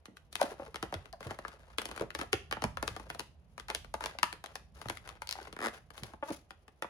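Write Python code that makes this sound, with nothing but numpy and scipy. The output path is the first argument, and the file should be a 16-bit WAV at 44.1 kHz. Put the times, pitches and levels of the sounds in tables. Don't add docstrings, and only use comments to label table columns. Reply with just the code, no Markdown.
import sys
import numpy as np
from scipy import signal
from scipy.fft import rfft, irfft, next_fast_len
from scipy.io import wavfile
from scipy.ndimage import map_coordinates

SR = 44100
rng = np.random.default_rng(int(sys.argv[2]) if len(sys.argv) > 2 else 0)


def dump(signal):
    limited = np.clip(np.atleast_2d(signal).T, -1, 1)
    pcm = np.round(limited * 32767).astype(np.int16)
    wavfile.write(sys.argv[1], SR, pcm)


N = 303849
SIZE = 4096
HZ = np.maximum(np.fft.rfftfreq(SIZE, 1 / SR), 1)
AGE = np.arange(SIZE) / SR
SIDES = np.array([[1], [-1]])

# t/s, ring level/dB, ring f/Hz, snap level/dB, sway level/dB
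SLIPS = [(0.056, -50.5, 1280, -55.5, -86), (.169, -52, 1630, -58.5, -70.5),
         (0.3276, -51, 2300, -49.5, -57.5), (0.3548, -38, 1340, -37.5, -49.5),
         (0.4134, -34, 1460, -35.5, -53), (0.4286, -38, 874, -43, -44), (0.7436, -44, 1166, -53, -47.5),
         (.758, -41, 1100, -46, -48.5), (0.8271, -36.5, 970, -43.5, -35), (0.9243, -36, 691, -55, -45),
         (0.9406, -39.5, 1040, -47, -40), (1.056, -53.5, 1490, -62.5, -56.5),
         (1.206, -48.5, 1050, -57, -48.5), (1.228, -47.5, 1650, -60.5, -60), (1.2692, -52, 910, -55.5, -53),
         (1.3079, -38, 1010, -53, -41.5), (1.388, -44.5, 1076, -53.5, -45), (1.4494, -37.5, 1360, -65, -50),
         (1.4811, -48, 1330, -52.5, -52), (1.7835, -32, 1246, -37, -39.5), (1.797, -43.5, 1320, -52, -56),
         (1.8169, -40.5, 1660, -44, -47), (1.8552, -50, 1460, -41, -43.5), (1.8884, -45.5, 840, -55, -47),
         (1.913, -44.5, 1300, -51.5, -46.5), (1.9622, -47, 1300, -51, -51), (1.976, -42, 1400, -50.5, -47),
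         (1.996, -46.5, 1370, -54, -48), (2.0096, -43.5, 965, -49, -44), (2.02, -41, 540, -55.5, -35),
         (2.104, -44.5, 1810, -56.5, -56.5), (2.1498, -37, 1030, -43, -43.5),
         (2.19, -40.5, 940, -51.5, -42.5), (2.213, -35, 986, -45.5, -38), (2.231, -44.5, 544, -58.5, -77),
         (2.3297, -27.5, 1570, -33.5, -36.5), (2.5117, -38.5, 1290, -46, -51),
         (2.525, -30.5, 1485, -43, -39.5), (2.568, -39.5, 790, -66, -49), (2.621, -38.5, 1400, -47.5, -37),
         (2.6395, -30, 906, -39, -35), (2.771, -36.5, 1150, -49.5, -52),
         (2.8267, -34.5, 1200, -40.5, -35.5), (2.878, -34.5, 1454, -39.5, -40.5),
         (2.9635, -40.5, 897, -51, -52), (2.997, -46, 820, -57.5, -51.5), (3.101, -38, 1296, -47, -47),
         (3.1468, -44, 744, -54.5, -50.5), (3.195, -40.5, 1030, -41, -44.5), (3.204, -43, 960, -52, -59),
         (3.5786, -44.5, 890, -54, -74), (3.598, -46.5, 1370, -52.5, -58),
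         (3.7009, -35.5, 1030, -42.5, -49), (3.7485, -38.5, 1430, -35, -45),
         (3.8454, -51, 1103, -61.5, -57.5), (3.94, -33, 756, -44, -43.5), (4.0066, -39, 1030, -51, -60),
         (4.0391, -40.5, 1220, -46, -52), (4.059, -34.5, 980, -39.5, -51), (4.1866, -41, 1700, -49.5, -51),
         (4.2297, -23, 1080, -31, -41), (4.3272, -41, 1810, -46.5, -48), (4.44, -42, 860, -50, -75),
         (4.46, -48, 1770, -53.5, -54), (4.555, -40.5, 980, -44.5, -59), (4.815, -45.5, 1380, -52, -53),
         (4.8562, -43.5, 796, -62, -51), (4.8851, -43, 1610, -49.5, -49), (4.898, -34.5, 1200, -40.5, -39),
         (4.9713, -46, 2050, -53, -74), (5.075, -49.5, 1230, -54.5, -70), (5.0901, -48, 1160, -51.5, -79),
         (5.2193, -39, 1055, -47.5, -85), (5.527, -50.5, 1420, -54, -48.5),
         (5.6835, -43.5, 1160, -51, -48.5), (5.904, -52.5, 1136, -59.5, -57),
         (5.9786, -48.5, 1310, -51.5, -56), (6.0343, -46.5, 1420, -46.5, -48),
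         (6.1344, -47.5, 884, -65, -50.5), (6.3041, -40.5, 560, -55, -38.5),
         (6.5066, -47.5, 1420, -57, -55.5), (6.68, -55, 860, -63.5, -63.5),
         (6.8226, -34, 960, -44.5, -49.5), (6.8434, -39, 903, -79, -50.5)]
# f/Hz, level/dB
SNAP_COLOUR = [(900, -21.5), (2000, -2.5), (3000, 4.5), (4700, 0.5), (6800, -2), (8400, -6), (10000, 1.5),
               (11300, -6.5), (12300, -15.5), (14000, -7.5), (16000, -28)]


def from_db(db):
    return 10 ** (np.asarray(db) / 20)


def at_hz(points, hz):
    freqs, values = np.transpose(points)
    return np.interp(np.log(np.maximum(hz, 1)), np.log(freqs), values)


def add(out, s, sound):
    start = int(np.clip(round(s * SR), 0, N - 1))
    out[:, start:start + sound.shape[1]] += sound[:, :N - start]


def stereo_noise(size, colour=None):
    # f/Hz, likeness (1 = the same)
    likeness = [(60, 0.94), (300, 0.73), (700, 0.7), (1400, 0.063), (2500, 0.019)]
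    length = next_fast_len(size)
    hz = np.fft.rfftfreq(length, 1 / SR)
    mid, side = rfft(rng.standard_normal((2, length)))
    alike = at_hz(likeness, hz)
    spectrum = np.sqrt(1 + alike) * mid + np.sqrt(1 - alike) * side * SIDES
    gain = from_db(at_hz(colour, hz)) if colour else 1
    x = irfft(spectrum * gain, length)[:, :size]
    return x / x.std()


def resonance(centre_hz, q):
    return 1 / (1 + 1j * q * (HZ / centre_hz - centre_hz / HZ))


def travel(seconds, centre_hz, spread=.7):
    power = 1 - spread
    return np.exp(-2j * np.pi * seconds * centre_hz * (HZ / centre_hz) ** power / power)


def scatter(fade_s, echo_db):
    echoes = stereo_noise(SIZE) * from_db(-60 * AGE / fade_s)
    echoes /= np.sqrt(np.sum(echoes ** 2) / 2)
    return 1 + from_db(echo_db) * rfft(echoes)


def burst(spectrum):
    end_fade = np.minimum(1, 4 * (1 - AGE / AGE[-1]))
    x = irfft(spectrum) * end_fade
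    return x / np.sqrt(np.sum(x ** 2) / 2 / (SR / 100))


def sharp_pulse(colour):
    cepstrum = irfft(np.log(from_db(at_hz(colour, HZ))))
    forward_only = np.r_[1, np.full(SIZE // 2 - 1, 2), 1, np.zeros(SIZE // 2 - 1)]
    return np.exp(rfft(cepstrum * forward_only))


def clumps(per_s):
    grip = map_coordinates(rng.standard_normal(N), [np.arange(N) / SR * per_s], order=1)
    return np.clip(grip, -2, 1)


def still_air(level_db=-72.5):
    # f/Hz, level/dB
    colour = [(150, -2.5), (700, 0.5), (1500, -13.5), (3000, -16), (8400, -40.5), (10000, -33.5),
              (12200, -37), (16000, -47.5)]
    return from_db(level_db) * stereo_noise(N, colour)


def rumble():
    # t/s, level/dB
    levels = [(0, -68), (.5, -58), (1.7, -61), (2.8, -51), (3.45, -60), (3.85, -55), (4.45, -60.5),
              (4.9, -56), (6.89, -67.5)]
    # f/Hz, level/dB
    colour = [(24, -62), (33, -35), (46, 4), (70, 5), (100, -5), (160, -5.5), (300, -23.5), (800, -74.5)]
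    level_db = np.interp(np.arange(N) / SR, *np.transpose(levels))
    return from_db(level_db) * stereo_noise(N, colour)


def stroke_gains(swell_share=.15, sag_db_per_s=20.5, release_s=.029, resting_db=-89):
    # start/s, end/s, crackle level/dB, hiss level/dB
    strokes = [(0.376, 0.514, -47, -65), (0.575, 0.68, -53, -73.5), (0.784, 1.064, -56.5, -90),
               (1.209, 1.34, -49, -69.5), (1.405, 1.726, -54.5, -80), (1.788, 2.033, -52.5, -86),
               (2.184, 2.188, -43.5, -56), (2.79, 3.19, -54, -70), (3.678, 3.689, -40.5, -86),
               (3.996, 4.096, -43.5, -68), (4.479, 4.571, -55.5, -81), (4.734, 4.96, -55.5, -63.5),
               (5.006, 5.168, -55, -90), (5.317, 5.48, -47, -75), (5.729, 5.738, -48, -59.5),
               (5.928, 6.093, -53.5, -64), (6.229, 6.338, -57.5, -56)]
    age = np.arange(SR) / SR
    power = np.full((2, N), from_db(resting_db) ** 2)
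    for start, end, crackle_db, hiss_db in strokes:
        length = max(end - start, .01)
        hold = np.tanh(age / (swell_share * length)) * from_db(-sag_db_per_s * age)
        release = np.exp(-np.maximum(age - length, 0) / release_s)
        add(power, start, (from_db([[crackle_db], [hiss_db]]) * hold * release) ** 2)
    return np.sqrt(power)


def creep_gain(against_snap_db=-16, rise_s=.003):
    gain = np.zeros((1, N))
    ramp = np.exp(-AGE[:SIZE // 4][::-1] / rise_s)
    for s, _, _, snap_db, _ in SLIPS:
        add(gain, s - len(ramp) / SR, from_db(snap_db + against_snap_db) * ramp[None])
    return gain


def swishes(gain, boost_db=2, spurt_db=8.5):
    # f/Hz, level/dB
    colour = [(400, -20), (1200, 6), (3000, 1), (6500, 1.5), (8400, -9), (10000, 4.5), (11300, -1),
              (12300, -11), (14000, -9), (16000, -14)]
    return gain * from_db(boost_db + spurt_db * clumps(per_s=130)) * stereo_noise(N, colour)


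def skin_ring(centre_hz, travel_s, q, top_hz=6000, hum_db=-30):
    lap_s = 3 / centre_hz * rng.uniform(.5997, 1.5)
    second_lap = from_db(-8) * rng.choice([-1, 1]) * travel(lap_s, centre_hz)
    tone = resonance(centre_hz, q) + from_db(hum_db) * resonance(.878 * centre_hz, q=6.6)
    treble_cut = 1 / (1 + np.sqrt(2) * 1j * HZ / top_hz - (HZ / top_hz) ** 2)
    tone *= resonance(centre_hz, q=.22) * treble_cut
    chirp = tone * travel(travel_s, centre_hz, spread=rng.uniform(.403, .85))
    return burst(chirp * (1 + second_lap) * scatter(fade_s=26 / centre_hz, echo_db=-3))


def contact_snap(pulse, judder_db=-2, judder_s=.024):
    return burst(pulse * scatter(judder_s, judder_db))


def body_sway(skin_hz):
    hz = 350 * np.sqrt(skin_hz / 1000)
    wave = resonance(hz, q=.54) ** 2 * travel(1.573 / hz, hz)
    return burst(wave * scatter(fade_s=.097, echo_db=-.5))


def slips(long_above_db=-41.5, db_per_doubling=8):
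    hardness_db = [-14.5, -2]
    ring_q = [1.6, 0.55]
    trip_cycles = [1.895, 1.148]
    ring_top_hz = [2100, 5430]
    ring_hum_db = [-3.5, -16]
    snap_smear_ms = [0.889, 0.3525]
    pairs = ring_q, trip_cycles, ring_top_hz, ring_hum_db, snap_smear_ms
    # snap level/dB, judder compared with pulse/dB
    judder = [(-55.5, 4), (-38, -4.5)]
    out, pulse = np.zeros((2, N)), sharp_pulse(SNAP_COLOUR)
    for s, ring_db, hz, snap_db, sway_db in SLIPS:
        settings = [np.interp(snap_db - ring_db, hardness_db, pair) for pair in pairs]
        q, cycles, top_hz, hum_db, smear_ms = settings
        slide = 2 ** (max(snap_db - long_above_db, 0) / db_per_doubling)
        ring = from_db(ring_db) * skin_ring(hz, np.sqrt(slide) * cycles / hz, q, top_hz, hum_db)
        smeared = pulse * travel(slide * smear_ms / 1000, centre_hz=4098)
        snap = from_db(snap_db) * contact_snap(smeared, np.interp(snap_db, *np.transpose(judder)))
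        pan = from_db(SIDES * rng.normal() / 2)
        add(out, s, (ring + snap) * pan + from_db(sway_db) * body_sway(hz))
    return out


def low_thumps(boost_db=2):
    # t/s, level before the boost/dB, f/Hz
    arrivals = [(.087, -52, 240), (0.96, -40.5, 77), (1.267, -40.5, 104), (2.343, -40.5, 83.8),
                (2.643, -37, 103), (2.666, -45, 55), (2.915, -45.5, 74.1), (4.863, -43, 90),
                (6.03, -44, 113)]
    out = np.zeros((2, N))
    for s, db, hz in arrivals:
        thump = resonance(hz, q=.97) ** 2 * travel(.005, hz) * scatter(fade_s=.25, echo_db=-3)
        add(out, s - .006, from_db(db + boost_db) * burst(thump))
    return out


def crackle(gain, per_s=340, centre_hz=850, clump_db=3.5):
    gain = gain * from_db(clump_db * clumps(per_s=45))
    out, pulse = np.zeros((2, N)), sharp_pulse(SNAP_COLOUR)
    pitches = centre_hz * 2 ** np.linspace(-1.1, 1.1, 24)
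    rings = [skin_ring(hz, travel_s=.002, q=2.2, hum_db=-3) for hz in pitches]
    snaps = [contact_snap(pulse, judder_s=.008) for _ in rings]
    for when, chance, sharpness, kind in rng.random((int(per_s * N / SR), 4)):
        k = int(kind * len(rings))
        grain = rings[k] + from_db(-20 + 12 * sharpness) * snaps[k]
        size = min(-np.log(chance), 2.5)
        add(out, when * N / SR, grain * gain[int(when * N)] * from_db(-10.5 + 2.5 * size))
    return out


def plucks(roughness=.32, rough_hz=900):
    # t/s, level/dB, starting f/Hz, settled f/Hz, swell/s, fade/s
    boings = [(0.397, -39, 980, 887, 0.0041, 0.0054), (0.415, -22, 733, 504, 0.0018, 0.0038),
              (.516, -43.5, 478, 311, 0.0037, 0.011), (0.679, -49.5, 524, 368, 0.0049, 0.0054),
              (1.131, -43.5, 795, 536, 0.0046, 0.0084), (1.265, -44, 583, 280, 0.0027, 0.008),
              (2.011, -31, 614, 282, 0.003, 0.0015), (4.151, -49.5, 757, 459, 0.0017, 0.002),
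              (5.354, -45, 890, 720, 0.0016, 0.0031), (5.388, -44, 980, 706, 0.0009, 0.0017)]
    # multiple of the pitch, level/dB
    partials = [(1, -3.5), (1.55, -13.5), (2.45, -16)]
    out = np.zeros((2, N))
    for s, db, start_hz, settled_hz, swell_s, fade_s in boings:
        hz = settled_hz + (start_hz - settled_hz) * np.exp(-AGE / (swell_s + fade_s))
        phase = 2 * np.pi * np.cumsum(hz) / SR
        tone = sum(from_db(partial_db) * np.sin(ratio * phase) for ratio, partial_db in partials)
        envelope = np.minimum(AGE / swell_s, 1) * np.exp(-np.maximum(AGE - swell_s, 0) / fade_s)
        drag = 1 + roughness * map_coordinates(rng.standard_normal(SIZE), [AGE * rough_hz], order=1)
        body = resonance(settled_hz, q=.24) * scatter(fade_s=.16, echo_db=-11)
        add(out, s, from_db(db) * burst(rfft(tone * envelope * drag) * body))
    return out


def grunts(swell_share=.35, loss_db_per_octave=2):
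    # t/s, length/s, level/dB, starting f/Hz, final f/Hz, hollow f/Hz
    drags = [(0.433, .016, -37.5, 298, 233, 390), (0.594, 0.012, -39, 312, 238, 540),
             (0.617, 0.012, -42.5, 308, 238, 537), (2.3288, 0.016, -28.5, 454.4, 317, 393),
             (2.644, 0.011, -33.5, 283, 150, 224), (6.2227, 0.018, -32.5, 299, 275, 736),
             (6.28, 0.023, -40, 319, 298, 865), (6.298, .022, -32.5, 324, 258, 330)]
    out = np.zeros((2, N))
    for s, length, db, start_hz, final_hz, hollow_hz in drags:
        hz = np.interp(AGE, [0, length], [start_hz, final_hz])
        phase = 2 * np.pi * np.cumsum(hz) / SR
        tone = sum(from_db(-loss_db_per_octave * np.log2(k)) * np.cos(k * phase) for k in range(1, 13))
        envelope = np.sin(np.pi / 2 * np.interp(AGE / length, [0, swell_share, 1], [0, 1, 0]))
        hollow = resonance(hollow_hz, q=1.4) * resonance(hollow_hz, q=.55)
        body = hollow * travel(.001, hollow_hz) * scatter(fade_s=.03, echo_db=-15)
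        add(out, s, from_db(db) * burst(rfft(tone * envelope) * body))
    return out


def ticks(patch_hz=4500, skin_hz=1600):
    # t/s, level/dB
    releases = [(1.128, -55.5), (5.2728, -48.5), (5.2912, -41), (5.3108, -42), (5.326, -41), (5.429, -59)]
    out, pulse = np.zeros((2, N)), sharp_pulse(SNAP_COLOUR)
    for s, db in releases:
        patch = burst(resonance(patch_hz, q=7.1) * scatter(fade_s=.0099, echo_db=4))
        skin = skin_ring(skin_hz, travel_s=2 / skin_hz, q=.73)
        snap = contact_snap(pulse, judder_db=-4)
        add(out, s, from_db(db) * (patch + from_db(-3) * snap + from_db(-4) * skin))
    return out


def creak_ring(centre_hz=900, top_hz=2100, lap_s=.00176):
    second_lap = from_db(-3) * travel(lap_s * rng.uniform(.78, 1.173), centre_hz, spread=.23)
    treble_cut = 1 / (1 + 1j * HZ / top_hz - (HZ / top_hz) ** 2)
    chirp = resonance(centre_hz, q=.31) * treble_cut ** 3 * travel(.001617, centre_hz)
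    return burst(chirp * (1 + second_lap) * scatter(fade_s=.014, echo_db=-4.5))


def creaks(hurry=.68, shortest_gap_s=.007, jitter=.3, peak_share=.9, rise_db=11.5, fall_db=13.5):
    # start/s, end/s, first gap/s, peak level/dB
    pulls = [(1.291, 1.317, .008, -44.5), (4.014, 4.053, 0.01, -43.5), (5.565, 5.679, .0245, -33)]
    out, pulse = np.zeros((2, N)), sharp_pulse(SNAP_COLOUR)
    for start, end, first_gap, peak_db in pulls:
        snap = contact_snap(pulse)
        sway = from_db(-9) * body_sway(skin_hz=1900)
        s, count = start, 0
        while s < end:
            progress = (s - start) / (end - start)
            db = np.interp(progress, [0, peak_share, 1], [-rise_db, 0, -fall_db]) + rng.normal()
            slip = creak_ring() + sway + from_db(-11 + db / 2) * snap
            add(out, s, from_db(db + peak_db) * slip)
            count += 1
            gap = max(first_gap / count ** hurry, shortest_gap_s)
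            s += gap * np.exp(jitter * progress * rng.normal())
    return out


def placed(x):
    # f/Hz, level/dB
    balance = [(100, -2.5), (260, -2.5), (600, 2), (2000, 5), (4500, 7.5), (8000, 0.5)]
    # f/Hz, phase/radians
    phase_lead = [(0, 0), (3010, 3), (3360, 3.5), (4220, 0.5), (6460, 0.82), (7840, -2), (9730, -6.5),
                  (10500, -7.5), (11700, -17.5), (12400, -11.5)]
    size = next_fast_len(N + SIZE)
    hz = np.fft.rfftfreq(size, 1 / SR)
    pan = from_db(SIDES * at_hz(balance, hz) / 2)
    lead = np.exp(1j * SIDES * np.interp(hz, *np.transpose(phase_lead)) / 2)
    return irfft(rfft(x, size) * pan * lead, size)[:, :N]


def room(x, tail_db=-13, echo_db=-13, echo_s=.009):
    # f/Hz, level/dB
    colour = [(100, 1), (400, -2), (1000, 1.5), (3000, 3), (8000, 1)]
    # f/Hz, t/s
    fades = [(150, 0.31), (1000, 0.3), (4000, 0.32), (14000, 0.25)]
    age = np.arange(SR // 2) / SR
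    hz = np.fft.rfftfreq(len(age), 1 / SR)
    noise = rfft(stereo_noise(len(age), colour))
    centres, fade_times = np.transpose(fades)
    tail = 0
    for share, fade_s in zip(np.eye(len(fades)), fade_times):
        band = irfft(noise * at_hz(list(zip(centres, share)), hz), len(age))
        tail += band * from_db(-60 * age / fade_s)
    tail *= np.clip(age / echo_s - .5, 0, 1)
    echo = stereo_noise(len(age)) * (age > echo_s) * np.exp(-np.abs(age - echo_s) / .00048)
    response = sum(from_db(db) * part / np.sqrt(np.sum(part ** 2) / 2)
                   for db, part in [(tail_db, tail), (echo_db, echo)])
    return signal.fftconvolve(x, response, axes=1)[:, :N]


def scene():
    air, handling = still_air(), rumble()
    crackle_gain, hiss_gain = stroke_gains()
    rubber = swishes(hiss_gain + creep_gain()) + slips() + low_thumps() + crackle(crackle_gain)
    rubber += plucks() + grunts() + ticks() + creaks()
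    return placed(rubber + handling) + room(rubber) + air


def record(dry):
    return signal.sosfilt(signal.ellip(10, .1, 90, 16400, fs=SR, output="sos"), dry)


dry = scene()
out = record(dry)
dump(out)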